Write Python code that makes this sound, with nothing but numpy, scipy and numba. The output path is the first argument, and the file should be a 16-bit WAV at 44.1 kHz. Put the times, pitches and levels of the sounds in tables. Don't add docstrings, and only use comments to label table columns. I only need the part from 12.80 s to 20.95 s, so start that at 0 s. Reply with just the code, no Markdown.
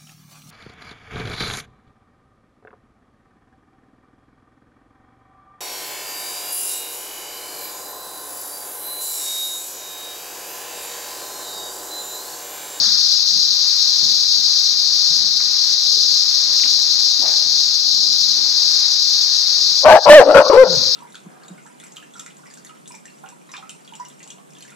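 import sys
import numpy as np
from scipy import signal
from scipy.fft import rfft, irfft
from scipy.io import wavfile
from scipy.ndimage import uniform_filter1d, minimum_filter1d
from numba import njit

SR = 44100
rng = np.random.default_rng(int(sys.argv[2]) if len(sys.argv) > 2 else 0)


def decibels_to_gain(level_db):
    exponent = np.asarray(level_db, float) / 20
    return 10 ** exponent


def generate_wav(sig):
    pcm = np.round(np.clip(np.atleast_2d(sig).T, -1, 1) * 32767).astype(np.int16)
    wavfile.write(sys.argv[1], SR, pcm)


N = 359415
TIME = np.arange(N) / SR
HZ = np.maximum(np.arange(N // 2 + 1) * SR / N, 1)


def at_hz(points, column=1):
    points = np.array(points, float)
    return np.interp(np.log(HZ), np.log(np.maximum(points[:, 0], 1)), points[:, column])


def rms_one(x):
    return x / np.sqrt(np.mean(x ** 2) + 1e-20)


def drift(rate):
    knots = rng.standard_normal(int(9 * 200))
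    return np.interp(TIME * rate, np.arange(len(knots)), knots) * 1.22


@njit
def resonate(x, hz, width, sr):
    y = np.zeros(len(x))
    r = np.exp(-np.pi * width / sr)
    for i in range(2, len(x)):
        drive = (1 - r * r) / 2 * (x[i] - x[i - 2])
        y[i] = drive + 2 * r * np.cos(2 * np.pi * hz[i] / sr) * y[i - 1] - r * r * y[i - 2]
    return y


# (frequency [Hz], left over right [dB], likeness [0-1])
PORTS = [(60, 10.5, 1), (300, 4.5, 0.3), (900, 9.5, 0.13), (2980, 9, 0.03), (4050, 13.5, 0.06),
         (4980, 8.5, 0.27), (6160, 0, 1), (8270, -1.5, 0.52), (9800, 1.5, 0.01), (11000, 6, 0.2),
         (13000, 16.5, .1), (15000, 19.5, .1)]
# (frequency [Hz], phase [rad])
PORT_LEAD = [(300, 0), (2500, 5.8), (4130, 5.2), (4910, 1.6), (5250, .1), (5600, 0)]


def at_ports(spectrum, sources):
    a, b = rfft(sources) * decibels_to_gain(at_hz(spectrum))
    right = decibels_to_gain(-at_hz(PORTS))
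    alike = np.clip(at_hz(PORTS, column=2), 0, 1)
    even = 1 / np.sqrt(1 + right ** 2)
    other = alike * a * np.exp(-1j * at_hz(PORT_LEAD)) + np.sqrt(1 - alike ** 2) * b
    pair = irfft([even * a, even * right * other], N)
    return pair / np.sqrt(np.mean(pair.mean(axis=0) ** 2))


# (frequency [Hz], level [dB per Hz])
AIR = [(18, -38), (30, -20), (97, -15.5), (140, -9.5), (208, -9.5), (262, -9), (325, -8), (419, -13),
       (934, -6), (2630, -9), (3200, -22), (4160, -28), (7040, -120)]
# (time [s], level over calm [dB], fade [dB/s])
GUSTS = [(.0, 22, 70), (.56, 9.5, 53), (.97, 8.5, 90), (1.289, 14, 24), (2.3, 19.5, 120), (2.55, 25, 95),
         (3.18, 21.5, 95), (3.84, 18, 23), (4.45, 17.5, 7), (5.15, 15, 110), (5.36, 15, 15), (6.82, 10, 75),
         (7.002, 11, -11)]


def air():
    rise_db_per_s, calm_db = 96, -6.5
    noise = at_ports(AIR, rng.standard_normal((2, N)))
    lows = signal.sosfiltfilt(signal.butter(2, 550, fs=SR, output="sos"), noise)
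    puffs = [db - np.maximum(rise_db_per_s * (s - TIME), fade * (TIME - s)) for s, db, fade in GUSTS]
    gust_db = calm_db + 0.53 * np.maximum(np.max(puffs, axis=0), 0) + 4.1 * drift(12)
    return decibels_to_gain(-45) * ((noise - lows) * decibels_to_gain(1.0 * drift(5.12)) + lows * decibels_to_gain(gust_db))


# (frequency [Hz], level [dB per Hz])
CHORUS = [(1650, -70), (2800, -31), (3140, -24.5), (3730, -7), (4120, 0), (4820, 1.5), (5930, -8),
          (7090, -21), (8010, -33.5), (9850, -33), (11400, -43.5), (14700, -30.5), (15400, -32)]
# (rate [1/s], depth [0-1])
BUZZES = [
    (36, 0.11),
    (88, 0.03),
    (420, 0),
]
# (time [s], level [dB])
WAVERS = [
    (2.71, -2.5),
    (4.72, 0.5),
    (4.82, 1),
]


def cicadas():
    waver_s = 0.05
    clicks = rng.standard_normal((2, N)) * decibels_to_gain(1.35 * rng.standard_normal((2, N)))
    for rate, depth in BUZZES:
        phase = 2 * np.pi * np.cumsum(rate * (1 + 0.0403 * drift(4))) / SR
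        clicks = clicks * (1 + depth * np.sin(phase))
    waver_db = sum(db * np.maximum(1 - np.abs(TIME - s) / waver_s, 0) for s, db in WAVERS)
    return decibels_to_gain(-16.5 + waver_db + .5 * drift(9) + 0.82 * drift(40)) * at_ports(CHORUS, clicks)


def woods(x):
    t60_s, level_db, band_hz = 1, -36, [200, 2200]
    t = TIME[:SR]
    tail = rng.standard_normal((2, SR)) * decibels_to_gain(-60 * t / t60_s) * np.minimum(t / 0.014, 1)
    tail = signal.sosfilt(signal.butter(2, band_hz, "band", fs=SR, output="sos"), tail)
    tail = tail / np.sqrt(np.sum(tail ** 2) / 2)
    return decibels_to_gain(level_db) * signal.fftconvolve(x[None], tail, axes=1)[:, :N]


# (time [s], peak level [dB], centre [Hz], width [octaves], T60 [s])
SHUFFLES = [(.01, -35, 1400, 0.76, 0.94), (.005, -38, 824, 1.2, 0.33), (0.058, -35.5, 197, 0.62, 0.27),
            (0.499, -44.5, 169, 0.98, 1.04), (1.22, -39, 169, 1.2, 0.32), (2.297, -37.5, 139, 0.81, 0.26),
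            (2.419, -45, 166, 0.95, 0.89), (2.599, -35.5, 1570, 1, 0.12), (3.13, -43.5, 425, 0.21, 0.71),
            (3.795, -28, 2600, .8, 0.042), (3.852, -30.5, 1900, 2.7, 0.13), (3.88, -33, 2740, .6, .03),
            (3.826, -38, 288, 0.35, 0.35), (3.835, -20, 2520, 0.76, 0.027), (4.391, -34, 285, 0.42, 0.24),
            (4.41, -31, 680, 0.76, 0.63), (4.47, -50.5, 750, 0.56, 1), (4.439, -37, 1430, 1.1, 0.69),
            (5.138, -36.5, 232, 0.46, 0.23), (1.46, -50, 111, 1.2, 0.7), (1.85, -49.5, 217, 1.4, 1.5),
            (7.96, -31, 147, 1.3, 0.51)]


def shuffles():
    out = np.zeros((2, N))
    t = TIME[:SR]
    for s, peak_db, hz, octaves, t60 in SHUFFLES:
        edges = hz * 2. ** np.array([-octaves / 2, octaves / 2])
        band = signal.butter(2, edges, "band", fs=SR, output="sos")
        mid, left, right = signal.sosfilt(band, rng.standard_normal((3, SR)))
        shape = decibels_to_gain(peak_db - 60 * t / t60) * np.minimum(t / (0.032 * t60), 1)
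        step = rms_one(mid + 1.1 * np.array([left, right])) * shape * decibels_to_gain([[3], [-3]])
        i = round(s * SR)
        out[:, i:i + SR] += step[:, :N - i]
    return out


# (time [s], length [s], first pitch [Hz], last pitch [Hz], level [dB])
GROWLS = [
    (5.13, .25, 245.7, 219.3, -49.5),
    (5.38, .21, 244, 131, -50),
    (7.864, .1, 196.5, 148, -29.5),
]
# (multiple of pitch [-], level [dB])
GROWL_OVERTONES = [(2, -12.5), (3, -7)]


def growls():
    out = np.zeros(N)
    wobble, flutter_db = .025 * drift(25), 2.5 * drift(40)
    for start, length, first_hz, last_hz, db in GROWLS:
        way = np.clip((TIME - start) / length, 0, 1)
        pitch = (first_hz + (last_hz - first_hz) * way) * (1 + wobble)
        phase = 2 * np.pi * np.cumsum(pitch) / SR
        tone = np.sin(phase) + sum(decibels_to_gain(level_db) * np.sin(k * phase) for k, level_db in GROWL_OVERTONES)
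        out += decibels_to_gain(db + flutter_db) * np.sin(np.pi * way) ** .6 * tone
    return out


# (time [s], fold pitch and first throat resonance [Hz], effort [dB], roughness [0-1], mouth [Hz])
HOARSE_BARK = [(7.035, 562, -28, .9, 900), (7.055, 614.6, -4, 0.73, 1010), (7.1, 645.4, -1.2, .85, 957),
               (7.13, 645.4, 1, 0.59, 875), (7.16, 633.5, -2.5, 0.9, 825), (7.187, 789.3, -10.5, .7, 560),
               (7.2, 799.5, -26, 0.81, 580), (7.249, 700, -59, .9, 805)]
LOUD_BARK = [(7.259, 559, -9, .9, 900), (7.288, 599.3, -3.5, 0.81, 955), (7.302, 589.6, 11, .24, 900),
             (7.349, 597, 9, .25, 900), (7.356, 643, 6, .14, 950), (7.397, 528, 6, .07, 790),
             (7.408, 513.5, -1, .8, 704), (7.43, 524, -7.5, 0.87, 734), (7.448, 477, -20, 0.77, 670)]
GROWLED_BARK = [(7.455, 488.2, -13.5, .6, 672), (7.475, 524.2, -10.5, .6, 680), (7.509, 567.4, -7, .7, 726),
                (7.54, 538, -15, .8, 715), (7.547, 554, -2, .6, 994), (7.585, 550, -0.2, .7, 914),
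                (7.623, 578.5, -9, .7, 920), (7.635, 621, -21.5, .8, 1040),
                (7.66, 574.6, -15.5, 0.78, 1080)]
SNARL = [(7.693, 555, -20, .8, 1160), (7.7, 551, -6, .45, 1110), (7.722, 520, -13, .9, 1020),
         (7.735, 448, -6.5, .6, 920), (7.765, 470, -7.5, .55, 900)]
YELP = [(7.779, 512.4, -2.5, 0.081, 900), (7.805, 527, -2.5, 0.013, 900), (7.824, 521.6, -3.5, 0.072, 900),
        (7.838, 483, -4.5, 0.067, 900), (7.848, 526, -17, .8, 900), (7.865, 561, -15, .55, 900),
        (7.89, 511, -22, .6, 900), (7.92, 497, -27.5, 0.8, 900), (7.944, 510.7, -21.5, .55, 900)]
# (mouth [dB], upper mouth resonance [Hz], its level [dB], slap line [dB])
JAWS = [
    (-6, 1620, -9.5, -33),
    (-2.5, 1620, -12, -31),
    (-8, 1385, -3, -27),
    (-2.5, 1420, -12, -34.5),
    (-14, 1440, -2.5, -31),
]
# (time [s], length [s], first rate [1/s], last rate [1/s], line gain [dB])
GLIDES = [
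    (7.441, .09, 254, 299, 13.5),
    (7.662, .105, 170, 520, 23),
]


def call_curves():
    jaw_open_s, shut_share, shut_db = 0.03, 0.34, -10
    calls = [HOARSE_BARK, LOUD_BARK, GROWLED_BARK, SNARL, YELP]
    rows = [tuple(row) + tuple(jaw) for call, jaw in zip(calls, JAWS) for row in call]
    s, *columns = np.transpose(rows)
    curves = [np.interp(TIME, s, c) for c in columns]
    pitch, _, rough, mouth_hz, mouth_db, upper_hz, upper_db, line_db = curves
    effort_db = np.interp(TIME, [s[0] - .04, *s, s[-1] + 0.07], [-90, *columns[1], -90])
    starts = np.array([call[0][0] for call in calls])
    latest = starts[np.maximum(np.searchsorted(starts, TIME) - 1, 0)]
    shut = np.exp(-np.abs(TIME - latest) / jaw_open_s)
    upper_hz = upper_hz * (1 - shut_share * shut)
    upper_db = upper_db + shut_db * shut + np.clip(effort_db, -14, 0)
    mouth_db = mouth_db + 12 * (rough - .75)
    rate = .49 * pitch
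    for start, length, first, last, gain_db in GLIDES:
        way = (TIME - start) / length
        inside = (way > 0) & (way < 1)
        rate = np.where(inside, first + (last - first) * way, rate)
        line_db = line_db + gain_db * inside * np.sin(np.pi * way) ** 2
    return pitch, effort_db, np.clip(rough, 0, 1), mouth_hz, mouth_db, rate, upper_hz, upper_db, line_db


# (multiple of pitch [-], level [dB])
OVERTONES = [(2, -15), (3, -27), (4, -32), (5, -39), (7, -42)]
# (frequency [Hz], width [Hz], level [dB])
HEAD = [(1210, 290, -11), (2600, 1100, -24.5), (4100, 1500, -25.5)]


def voice():
    pitch, effort_db, rough, mouth_hz, mouth_db, rate, upper_hz, upper_db, line_db = call_curves()
    barking = slice(7 * SR, N)
    phase = 2 * np.pi * np.cumsum(pitch * (1 + 0.0397 * rough * drift(150))) / SR
    clear = np.sin(phase) + sum(decibels_to_gain(db) * np.cos(k * phase) for k, db in OVERTONES)

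    turns = np.cumsum(rate * (1 + (.05 + .3 * rough ** 2) * drift(190))) / SR
    slaps = np.diff(np.floor(turns), prepend=0) * decibels_to_gain(3.2 * rough * rng.standard_normal(N))
    gate = np.exp(-3.0 * (turns % 1))
    source = 5.5 * slaps + 1.38 * rough * gate * rng.standard_normal(N)
    source = signal.sosfilt(signal.butter(2, 5000, fs=SR, output="sos"), source)

    def twice(hz, width):
        once = resonate(source, hz, width, SR)
        return rms_one(resonate(once, hz, width, SR)[barking])

    harsh = twice(pitch, 162.0)
    harsh -= decibels_to_gain(mouth_db[barking]) * twice(mouth_hz, 240.)
    harsh += decibels_to_gain(upper_db[barking]) * twice(upper_hz, 240.0)
    harsh -= decibels_to_gain(line_db[barking]) * twice(rate, 120.)
    head = 0
    for hz, width, db in HEAD:
        head = head + decibels_to_gain(db) * rms_one(resonate(source, np.full(N, float(hz)), width, SR)[barking])
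    harsh += decibels_to_gain(.5 * np.clip(effort_db[barking], -30, 0)) * head
    harsh /= (uniform_filter1d(harsh ** 2, size=500) + 0.033) ** 0.43

    rasp_band = signal.butter(2, [2800, 9500], "band", fs=SR, output="sos")
    rasp = signal.sosfilt(rasp_band, gate * rng.standard_normal(N))
    sound = decibels_to_gain(-17.5 + 0.47 * effort_db) * rasp + np.sqrt(2 * (1 - rough)) * (1 - rough) * clear
    sound[barking] += rough[barking] ** 0.54 * harsh
    return decibels_to_gain(effort_db) * sound, effort_db


# (frequency [Hz], level [dB])
VOICE_RIGHT = [(60, 5), (300, -8), (600, -6), (1300, -12.5), (4400, -13.5), (15000, -16)]
# (delay [s], level [dB])
GROUND = [
    (.0021, -12),
    (.0034, -7),
]


def near_bark(bark):
    paths = []
    for s, db in GROUND:
        echo = decibels_to_gain(db) * np.minimum(HZ / 1500, 1) * np.exp(-2j * np.pi * HZ * s)
        paths.append(1 + echo)
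    paths = np.array(paths)
    paths[1] *= decibels_to_gain(at_hz(VOICE_RIGHT)) * np.exp(-2j * np.pi * HZ * .00008)
    near = decibels_to_gain(3.5) * irfft(rfft(bark) * paths, N)
    return near + 0.036 * np.minimum(near ** 2, 4)


def gain_control(effort_db):
    duck_db, duck_from_db, release_s = -14, -19, 0.04
    loud = np.clip((effort_db - duck_from_db) / 5.4, 0, 1)
    slide = TIME / release_s
    held = np.exp(np.maximum.accumulate(np.log(loud + 1e-9) + slide) - slide)
    return decibels_to_gain(duck_db * uniform_filter1d(held, size=200))


def limiter(x, ceiling):
    gain = np.minimum(1, ceiling / (np.abs(x) + 1e-9))
    return x * uniform_filter1d(minimum_filter1d(gain, size=61), size=31)


# (frequency [Hz], share [0-1])
DROPPED = [(250, .0), (450, .05), (700, .0), (1600, .0), (2400, .025), (3300, .0), (6000, .01), (7400, .12),
           (8300, .66), (11700, .68), (12800, .22), (14000, .05)]


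def thin_link(x):
    hz, _, cells = signal.stft(x, SR, nperseg=2048, noverlap=1536)
    power = np.sum(np.abs(cells) ** 2, axis=0) + 1e-18
    level = np.log(uniform_filter1d(uniform_filter1d(power, size=15, axis=0), size=3, axis=1))
    level -= np.median(level, axis=1, keepdims=True)
    level -= .85 * uniform_filter1d(level, size=61, axis=0)
    share = np.interp(hz, *np.transpose(DROPPED))
    rank = (share * level.shape[1]).astype(int)
    bar = np.sort(level, axis=1)[np.arange(len(hz)), rank]
    return signal.istft(cells * (level >= bar[:, None]), SR, nperseg=2048, noverlap=1536)[1][:, :N]


def scene():
    bark, effort_db = voice()
    behind = air() + cicadas() + woods(bark) * decibels_to_gain([[12], [7]]) + shuffles()
    ducked = limiter(gain_control(effort_db) * behind, ceiling=.74)
    return ducked + growls() * decibels_to_gain([[2.5], [-2.5]]) + near_bark(bark)


def low_pass(x):
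    return signal.sosfilt(signal.butter(12, 16590, fs=SR, output="sos"), x)


def record(dry):
    knee = 10
    clipped = .985 * dry / (1 + np.abs(dry) ** knee) ** (1 / knee)
    cut = signal.sosfilt(signal.cheby2(18, 60, 15720, fs=SR, output="sos"), clipped)
    return low_pass(thin_link(cut))


dry = scene()
out = record(dry)
generate_wav(out)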